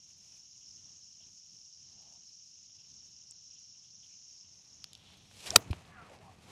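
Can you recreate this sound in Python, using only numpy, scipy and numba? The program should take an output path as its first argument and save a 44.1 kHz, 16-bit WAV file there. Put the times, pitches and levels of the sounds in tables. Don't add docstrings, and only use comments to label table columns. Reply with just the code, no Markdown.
import sys
import numpy as np
from scipy import signal
from scipy.fft import rfft, irfft, next_fast_len
from scipy.io import wavfile
from numba import njit

SR = 44100
rng = np.random.default_rng(int(sys.argv[2]) if len(sys.argv) > 2 else 0)


def field_ratio(decibels):
    return 10 ** (np.asarray(decibels, dtype=float) / 20)


def unload_audio(sound):
    columns = np.transpose(np.atleast_2d(sound))
    steps = np.round(np.clip(columns, -1, 1) * 32767)
    wavfile.write(sys.argv[1], SR, steps.astype(np.int16))


N = 287085

# (frequency [Hz], width [Hz], level [dB])
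HIGH_TYMBAL = [(5396.5, 710, 0), (5620, 420, -1), (6300, 750, -0.5), (6772, 300, -7.5)]
LOW_TYMBAL = [(2903, 810, -2), (3500, 1400, -4.5), (4190, 1200, -2)]
# (time [s], level
# [dB], tilt [dB/octave])
CHORUS = [(0, -1, 6), (.28, -1, 6), (.5, 0, 5), (1.0, 0, 2), (1.4, -1.5, 0), (1.64, 1, -8), (1.85, 0, 2),
          (2.2, 0, -3), (2.5, 0, -8), (2.8, -1, 0), (3.05, 0, 0), (3.3, 0, -8), (3.65, .5, -4),
          (3.93, -1, 0), (4.1, .5, 2), (4.46, 0, -4), (4.8, 0, 2)]
# (time [s], level [dB])
BREEZE = [(0, -76), (.35, -73.5), (.5, -78.5), (.86, -69.5), (1.1, -78.5), (1.27, -71), (1.42, -81),
          (1.55, -74), (1.7, -81), (1.93, -70), (2.1, -72.5), (2.4, -80.5), (2.6, -78.5), (2.93, -72),
          (3.3, -76.5), (3.85, -76.5), (4.44, -76), (4.8, -72.5)]
# (time [s], level [dB])
BODY_SHAKE = [(4.6, -86), (5.02, -67), (5.22, -64), (5.44, -68), (5.51, -55), (5.69, -52), (5.83, -62.5),
              (6.51, -61)]
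# (time [s], level [dB])
SUPPRESSOR = [(0, -2), (.6, 0), (4.3, 0), (4.65, -4), (4.83, -1.5), (4.86, -6), (5.0, -15), (5.36, -11),
              (5.45, -28)]
# (frequency [Hz], level [dB/Hz])
MURMUR_SPECTRUM = [(250, -8), (400, -2.5), (900, -1.5), (1500, -5), (2400, -6.5), (2800, -24)]
RUMBLE_SPECTRUM = [(18, -42.5), (30, -16), (91, 1.5), (188, -3), (301, -12.5), (364, -16), (500, -22.5),
                   (650, -54)]
AIR_SPECTRUM = [(2200, -12.5), (7000, -7), (9000, -13), (12000, -21), (13800, -26), (15500, -38)]
# (frequency [Hz], level [dB/Hz])
DULL_CLOTH = [(150, -15.5), (350, -3.5), (800, -0.5), (1600, -8.5), (2600, -7.5), (5000, -31)]
MIDDLE_CLOTH = [(800, -27), (1600, -14), (2500, 0.5), (4200, -1), (6500, -3.5), (9000, -15), (12000, -30.5)]
BRIGHT_CLOTH = [(4000, -18.5), (6000, -7), (7500, 0), (10500, -4), (13000, -12), (15500, -25)]
# (peak time [s], level [dB], 20 dB rise [s], 20 dB fall [s], brightness [dB])
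RUBS = [(.105, -73, .06, .05, 10), (.25, -72, .06, .1, 10), (.37, -70.5, .3, .08, 10),
        (4.05, -76, .04, .3, 14), (4.31, -76, .1, .15, 14), (4.55, -73.5, 0.01, .06, 14),
        (4.66, -75, 0.47, .5, 4), (4.9, -79, 0.44, 0.73, 0.5), (5.12, -68, 0.42, .3, 1),
        (5.39, -57.5, 0.12, 0.4144, 11.5), (5.44, -57, 0.129, 0.1146, 5), (5.462, -47, .012, .06, 7),
        (5.477, -44, .04, .018, 6), (5.497, -56, .05, .05, -7), (5.54, -53.5, 0.307, 0.1044, 6),
        (5.575, -62, 0.0333, 0.08, -6), (5.66, -68, 0.2935, 0.46, -8), (5.745, -64, .15, 0.22, -2),
        (5.87, -70, 0.29, 0.18, -5), (6.05, -73, 0.5878, .5, -12), (6.13, -66, .25, .15, -4),
        (6.25, -70, .1, .1, 4), (6.33, -68, 0.21, 0.11, -3), (6.44, -64.5, 0.1643, 0.07, 0),
        (6.51, -57, 0.0943, 1.3, -2)]
# (start time [s], length [s])
BAND_GAPS = [(.45, .1), (.62, .04), (1.2, .05), (1.86, .04), (2.09, .03), (2.37, .06), (2.66, .09),
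             (2.77, .025), (2.84, .05), (2.97, .04), (3.08, .03), (3.2, .03), (3.34, .06), (3.7, .04),
             (3.87, .05), (3.95, .04), (4.16, .04), (4.29, .04)]
# (time [s], peak level [dB], low edge [Hz], high edge [Hz])
SNAPS = [(.1827, -57, 7500, 12000), (1.4628, -60, 3500, 13000), (2.02, -63, 8000, 13000),
         (2.138, -63, 7500, 10500), (3.599, -63, 7500, 11000), (3.321, -56, 1500, 5000),
         (5.102, -58, 400, 1500), (3.3097, -33, 5600, 8600), (3.3097, -50, 8600, 11500),
         (4.8419, -26, 2980, 6780), (4.8409, -50.5, 1100, 1800), (4.842, -44, 8000, 13500),
         (4.9315, -40, 2700, 4500), (4.932, -42, 6500, 8600), (4.932, -48, 10000, 11800),
         (4.9513, -47, 6000, 11500), (4.9513, -35, 2800, 5600), (4.9765, -48, 2500, 9000),
         (5.175, -59, 9500, 12500), (5.9, -60, 7000, 10500), (5.915, -62, 7500, 10500),
         (5.878, -58, 6500, 8000), (6.098, -55, 6000, 8000), (5.175, -56, 4500, 7500),
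         (5.144, -55, 4000, 5200), (5.073, -57, 5500, 8000), (3.665, -68, 7000, 12000),
         (3.845, -63, 7000, 9500), (5.312, -49.5, 150, 1600), (5.357, -49.5, 4000, 10900),
         (5.441, -39.5, 4000, 11040), (5.505, -27.5, 2980, 10800), (5.851, -50, 2500, 4000),
         (6.095, -50, 1800, 3400), (6.099, -56, 2001, 8490), (6.143, -52, 2002, 11500),
         (6.157, -51, 2496, 7000), (6.163, -52.5, 3500, 5550), (6.1715, -57.5, 3000, 7540),
         (6.188, -51, 3500, 6500)]
# (time [s], peak level [dB], pitch [Hz], T60 [s])
CHIRPS = [(.603, -63, 2940, 0.09), (1.2, -58, 3185, 0.084), (3.83, -62, 3300, 0.133),
          (4.022, -56, 3200, 0.082), (4.085, -63.5, 2600, 0.185), (2.785, -60, 3000, .08),
          (3.55, -60, 3100, 0.08), (3.5, -64, 3000, .1)]
# (time [s], peak level [dB], pitch [Hz], T60 [s], ground echo [dB])
KNOCKS = [(1.205, -68, 665, 0.0346, -20), (5.505, -19, 5530, 0.0032, 0), (5.5052, -28, 3660, 0.006, 1.5),
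          (5.5051, -27, 7200, .003, 0), (5.5623, -7, 6900, .0025, -30), (5.562, -10, 1500, .004, -30),
          (5.5594, -8, 7000, .0022, -30), (5.5645, -19, 3850, .0105, -12), (5.564, -15.5, 6000, .009, -12),
          (5.5552, -38, 6200, .002, -30), (5.5552, -38, 11000, .002, -30), (5.5685, -29, 900, .006, -6),
          (5.584, -46, 2000, .01, -30), (5.7307, -28.5, 950, 0.0036, -9.5), (5.7305, -31, 2800, .0035, -7),
          (5.732, -41, 3800, .004, -10), (5.712, -42, 2500, .007, -30), (5.7095, -42, 4100, .006, -30)]
# (time [s], peak level [dB], low edge [Hz],
# high edge [Hz], T60 [s])
CRACKS = [(5.558, -21, 650, 1400, .01), (5.5594, -13, 4000, 10000, .004), (5.561, -6.5, 4000, 11000, .007),
          (5.5612, -13.5, 10000, 15990, 0.0043), (5.563, -28, 900, 7000, 0.02),
          (5.565, -33, 10500, 14500, .018), (5.575, -43, 250, 600, .08), (5.57, -45, 700, 1400, .1),
          (5.525, -46, 6500, 9500, .12), (5.466, -35, 3800, 5500, .045), (5.5, -42, 200, 600, .12),
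          (5.525, -48, 900, 2000, .1), (5.456, -42, 1200, 2800, .1), (5.454, -42, 5000, 10500, .09),
          (5.572, -51, 8500, 15800, .09), (5.5608, -24, 10300, 11300, .005), (5.607, -52, 2000, 9000, .012),
          (5.59, -52, 5800, 7196, 0.16)]
# (time [s], peak level [dB], low edge [Hz], high edge [Hz])
SCUFFS = [
    (5.512, -40, 500, 1800),
    (5.516, -47, 2496, 5000),
    (5.7076, -42, 2270, 4780),
    (5.708, -46, 5440, 11880),
]
# (start time [s], end
# time [s], start pitch [Hz], end pitch [Hz], level [dB])
THIN_TONES = [(5.91, 5.96, 1180, 1090, -67), (5.915, 5.99, 1730, 1600, -65), (5.945, 5.975, 1220, 1280, -65),
              (5.965, 6.04, 1440, 1290, -61), (5.955, 6.05, 770, 650, -66), (5.975, 6.02, 1170, 1130, -65),
              (6.04, 6.085, 1320, 1050, -68), (6.26, 6.32, 790, 740, -62), (6.1, 6.135, 480, 450, -64),
              (6.13, 6.19, 560, 500, -68), (6.09, 6.135, 600, 500, -65), (6.21, 6.26, 620, 880, -68),
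              (6.27, 6.3, 1000, 1150, -66), (6.18, 6.215, 430, 400, -66), (5.86, 5.93, 760, 700, -69),
              (3.31, 3.7, 4120, 4080, -80)]
# (time [s], level [dB], pitch [Hz], T60 [s], sign)
THUDS = [
    (5.497, -48.5, 90.5, 0.052, -0.95),
    (5.56, -37, 110.6, .08, -1.12),
    (5.5637, -28, 450, 0.014, 0.89),
    (5.5584, -17, 950, .007, -1),
    (5.569, -25, 300, .0045, -1.2),
    (5.577, -38, 200, 0.014, -1.1),
    (5.7038, -25.5, 167, 0.00845, 1),
    (5.7078, -22, 88, 0.034, -0.95),
    (5.7328, -38, 297, 0.00706, 1),
    (5.751, -47, 86, 0.107, 0.7),
]
# (time [s], pitch [Hz], level [dB])
DOWNSWING = [(5.515, 600, -62), (5.53, 620, -46), (5.544, 760, -39), (5.551, 700, -33), (5.5575, 630, -34),
             (5.56, 650, -52)]
# (frequency [Hz], direct level [dB], ground echo level [dB], T60 [s])
FACE_MODES = [(690, -24, -21, 0.0075), (1379, -8, -13.5, .007), (1880, -12, -11, 0.006),
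              (2600, -7, -12, 0.0067), (3250, -11, -11, 0.0068), (3980, -14, -3, 0.0058),
              (4668, -1, -9, .0058), (5600, -11, -9.5, 0.005), (7000, -7, -7, .005),
              (9233, -20, -3.5, 0.0034), (12300, -34, -14.5, .004), (5900, -20, -9, .004),
              (930, -18, -20, .007), (8010, -12, -7, .0045)]
# (time [s], pitch [Hz], level [dB])
FOLLOW_THROUGH = [(5.89, 1699, -71.5), (5.93, 1600, -59), (6.02, 1330, -55.5), (6.075, 1000, -55.5),
                  (6.11, 557, -51.5), (6.2, 500, -56), (6.258, 759, -54), (6.29, 900, -59),
                  (6.36, 745, -78.5)]


def rms_one(x):
    return x / np.sqrt(np.mean(x ** 2) + 1e-20)


def in_time(rows, outside=None):
    s, *columns = np.transpose(rows)
    t = np.arange(N) / SR
    return [np.interp(t, s, column, outside, outside) for column in columns]


def drift(rate_hz):
    r = np.exp(-80 * np.pi * rate_hz / SR)
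    noise = rng.standard_normal(N // 40 + 2002)
    slow = signal.lfilter([1], [1, -2 * r, r * r], noise)[2000:]
    return np.interp(np.arange(N) / 40, np.arange(len(slow)), rms_one(slow))


def coloured(x, spectrum):
    size = next_fast_len(N)
    hz = np.maximum(np.arange(size // 2 + 1) * SR / size, 1)
    points_hz, level_db = np.transpose(spectrum)
    gain = field_ratio(np.interp(np.log(hz), np.log(points_hz), level_db, -90, -90))
    return rms_one(irfft(rfft(x, size) * gain, size)[:N])


def grains(per_s, spread_db):
    sizes = field_ratio(spread_db * np.minimum(rng.exponential(1, N), 4)) * rng.choice([-1, 1], N)
    return sizes * (rng.random(N) < per_s / SR)


def resonate_twice(x, hz, width_hz):
    r = np.exp(-np.pi * width_hz / SR)
    top, bottom = [(1 - r * r) / 2, 0, (r * r - 1) / 2], [1, -2 * r * np.cos(2 * np.pi * hz / SR), r * r]
    return signal.lfilter(top, bottom, signal.lfilter(top, bottom, x))


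def swell(s, db, rise_s, fall_s):
    t = np.arange(N) / SR
    return field_ratio(db - 20 * np.maximum((s - t) / rise_s, (t - s) / fall_s))


def add_mode(out, s, db, hz, t60, softness):
    t = np.arange(round(t60 * SR)) / SR
    fall = np.log(1000) * t / t60
    envelope = (np.e * fall) ** softness * np.exp(-fall)
    at = round(s * SR)
    out[at:at + len(t)] += field_ratio(db) * envelope * np.sin(2 * np.pi * hz * t)


@njit
def gliding(x, turn, r):
    y = np.zeros(len(x))
    for i in range(2, len(x)):
        drive = (1 - r[i] * r[i]) / 2 * (x[i] - x[i - 2])
        y[i] = drive + 2 * r[i] * np.cos(turn[i]) * y[i - 1] - r[i] * r[i] * y[i - 2]
    return y


def cicadas(modes, throb_db, tilt_db=0):
    out = 0
    for hz, width_hz, level_db in modes:
        clicks = grains(3500, 1.5) * field_ratio(throb_db * drift(70) + .7 * drift(8))
        octaves = np.log2(hz / modes[1][0])
        out = out + field_ratio(level_db + tilt_db * octaves) * rms_one(resonate_twice(clicks, hz, width_hz))
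    return rms_one(out)


def field():
    breeze_db, cut_db = in_time(BREEZE)[0], in_time(SUPPRESSOR)[0]
    gust_db = breeze_db + 77
    chorus_db, tilt_db = in_time(CHORUS)
    steep = signal.butter(6, 7300, fs=SR, output="sos")
    high = signal.sosfilt(steep, cicadas(HIGH_TYMBAL, throb_db=2.2, tilt_db=tilt_db))
    out = field_ratio(-55.5 + chorus_db + cut_db) * high
    out += field_ratio(-74 + .35 * gust_db + .3 * cut_db) * cicadas(LOW_TYMBAL, throb_db=2.5)

    murmur_db = -85.5 + .8 * gust_db + 1.0 * drift(42)
    out += field_ratio(murmur_db) * coloured(rng.standard_normal(N), MURMUR_SPECTRUM)

    rumble = np.hypot(field_ratio(breeze_db + 0.71), field_ratio(in_time(BODY_SHAKE, -120)[0]))
    out += rumble * field_ratio(0.8 * drift(9)) * coloured(rng.standard_normal(N), RUMBLE_SPECTRUM)

    samples = np.arange(N)
    air_db = -77 - 1.1 * samples / SR + .15 * gust_db
    air_db += 1.2 * np.minimum(cut_db, 0) * (samples > SR)
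    return out + field_ratio(air_db + 1.5 * drift(12)) * coloured(rng.standard_normal(N), AIR_SPECTRUM)


def rustle():
    power = 0
    for *shape, tilt_db in RUBS:
        colour_db = [[-tilt_db], [0], [-8 + .15 * tilt_db]]
        power = power + (swell(*shape) * field_ratio(colour_db)) ** 2
    together = field_ratio(1.2 * drift(40))
    out = np.zeros(N)
    for level, colour in zip(power, (DULL_CLOTH, MIDDLE_CLOTH, BRIGHT_CLOTH)):
        out += np.sqrt(level) * together * coloured(grains(9000, 2.6), colour)
    stretch = rms_one(resonate_twice(grains(9000, 2.0), 3300, 1700))
    return out + swell(5.09, -62, .35, .45) * stretch


def band_gaps(x):
    low_hz, high_hz, share = 7400, 9600, .6
    hz, s, frames = signal.stft(x, SR, nperseg=1024)
    for start, length in BAND_GAPS:
        chosen = rng.random(len(hz) // 3 + 1).repeat(3)[:len(hz)] < share
        shut = (hz > low_hz) & (hz < high_hz) & chosen
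        frames[np.ix_(shut, (s > start) & (s < start + length))] = 0
    return signal.istft(frames, SR, nperseg=1024)[1][:N]


def puffs():
    spread = 1.157
    chirps = [(s, db, hz / spread, hz * spread, t60) for s, db, hz, t60 in CHIRPS]
    snaps = []
    for s, db, low_hz, high_hz in SNAPS:
        t60 = np.clip(16 / np.sqrt(low_hz * high_hz), .00299, .00614)
        snaps.append((s, db, low_hz, high_hz, t60))
    scuffs = [(*row, 0.019) for row in SCUFFS]
    return chirps + snaps + scuffs + CRACKS


def ticks():
    ground_lag_s = 0.001215
    out, noise = np.zeros(N), rng.standard_normal(N)
    fall = np.log(1000) * np.arange(SR // 4) / SR
    for s, db, low_hz, high_hz, t60 in puffs():
        at = round(s * SR)
        puff = noise[at:at + len(fall)] * fall / t60 * np.exp(1 - fall / t60)
        puff[round(t60 * SR / 7)] += 0.04 / t60
        band = signal.butter(3, [low_hz, high_hz], "band", fs=SR, output="sos")
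        puff = signal.sosfilt(band, puff + 1e-18)
        out[at:at + len(fall)] += field_ratio(db) * puff / np.abs(puff).max()
    for s, db, hz, t60, echo_db in KNOCKS:
        add_mode(out, s, db, hz, t60, softness=0.52)
        add_mode(out, s + ground_lag_s, db + echo_db, hz, t60, softness=0.304)
    return out


def whoosh(rows, sharpness):
    hz, level_db = in_time(rows)[0], in_time(rows, -120)[1]
    turn, r = 2 * np.pi * hz / SR, np.exp(-np.pi * hz / sharpness / SR)
    eddies = gliding(gliding(rng.standard_normal(N), turn, r), turn, r)
    return field_ratio(level_db - 6.0) * rms_one(eddies)


def waggle():
    s = 1.896 + np.cumsum([0, 0.122, 0.141, 0.091])
    return whoosh([(at, 715, -69 - under_db) for at, under_db in zip(s, (12.5, 0, 0, 25))], 2.0)


def thin_tones():
    out, waver, flutter = np.zeros(N), drift(120), drift(90)
    for start, end, start_hz, end_hz, db in THIN_TONES:
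        at = np.arange(round(start * SR), round(end * SR))
        hz = np.linspace(start_hz, end_hz, len(at)) * (1 + 0.018 * waver[at])
        level = field_ratio(db + 2.5 + 3.5 * flutter[at]) * np.hanning(len(at)) ** 0.21
        out[at] += level * np.sin(2 * np.pi * np.cumsum(hz) / SR)
    return out


def thuds():
    out = np.zeros(N)
    for s, db, hz, t60, sign in THUDS:
        blow = np.zeros(N)
        add_mode(blow, s, db, hz, t60, softness=0.89)
        out += sign * blow
    return out


def singing_shaft():
    hz, level_db = in_time(DOWNSWING)[0], in_time(DOWNSWING, -120)[1]
    wavering_hz = hz * (1 + 0.022 * drift(90))
    return field_ratio(level_db + 1.8 * drift(80)) * np.sin(2 * np.pi * np.cumsum(wavering_hz) / SR)


def strike():
    impact_s, ground_lag_s = 5.5597, .00165
    grass_lead_s, spray_t60_s = .0012, .02
    out = np.zeros(N)
    for hz, direct_db, echo_db, t60 in FACE_MODES:
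        add_mode(out, impact_s, direct_db, hz, t60, softness=.6)
        add_mode(out, impact_s + ground_lag_s, echo_db, hz, t60, softness=.6)
    t = np.arange(N) / SR - impact_s
    shape = np.clip(1 + t / grass_lead_s, 0, 1) * field_ratio(-60 * np.clip(t, 0, 1) / spray_t60_s)
    spray = coloured(rng.standard_normal(N), [(400, 0.5), (4000, 0), (9000, -13), (15500, -21.5)])
    return out + field_ratio(-23) * shape * spray


def scene():
    around = band_gaps(field() + rustle())
    swish = waggle() + thin_tones() + singing_shaft() + whoosh(FOLLOW_THROUGH, 1.6)
    near = ticks() + thuds() + strike()
    return (around + swish + near)[None]


def top_cut(x):
    return signal.sosfilt(signal.butter(12, 16490, fs=SR, output="sos"), x)


def record(dry):
    rounded = 1.08 * np.tanh(dry / 1.08)
    low_pass = signal.cheby2(10, 60, 17000, fs=SR, output="sos")
    mix = signal.sosfilt(low_pass, rounded)
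    return top_cut(mix)


dry = scene()
out = record(dry)
unload_audio(out)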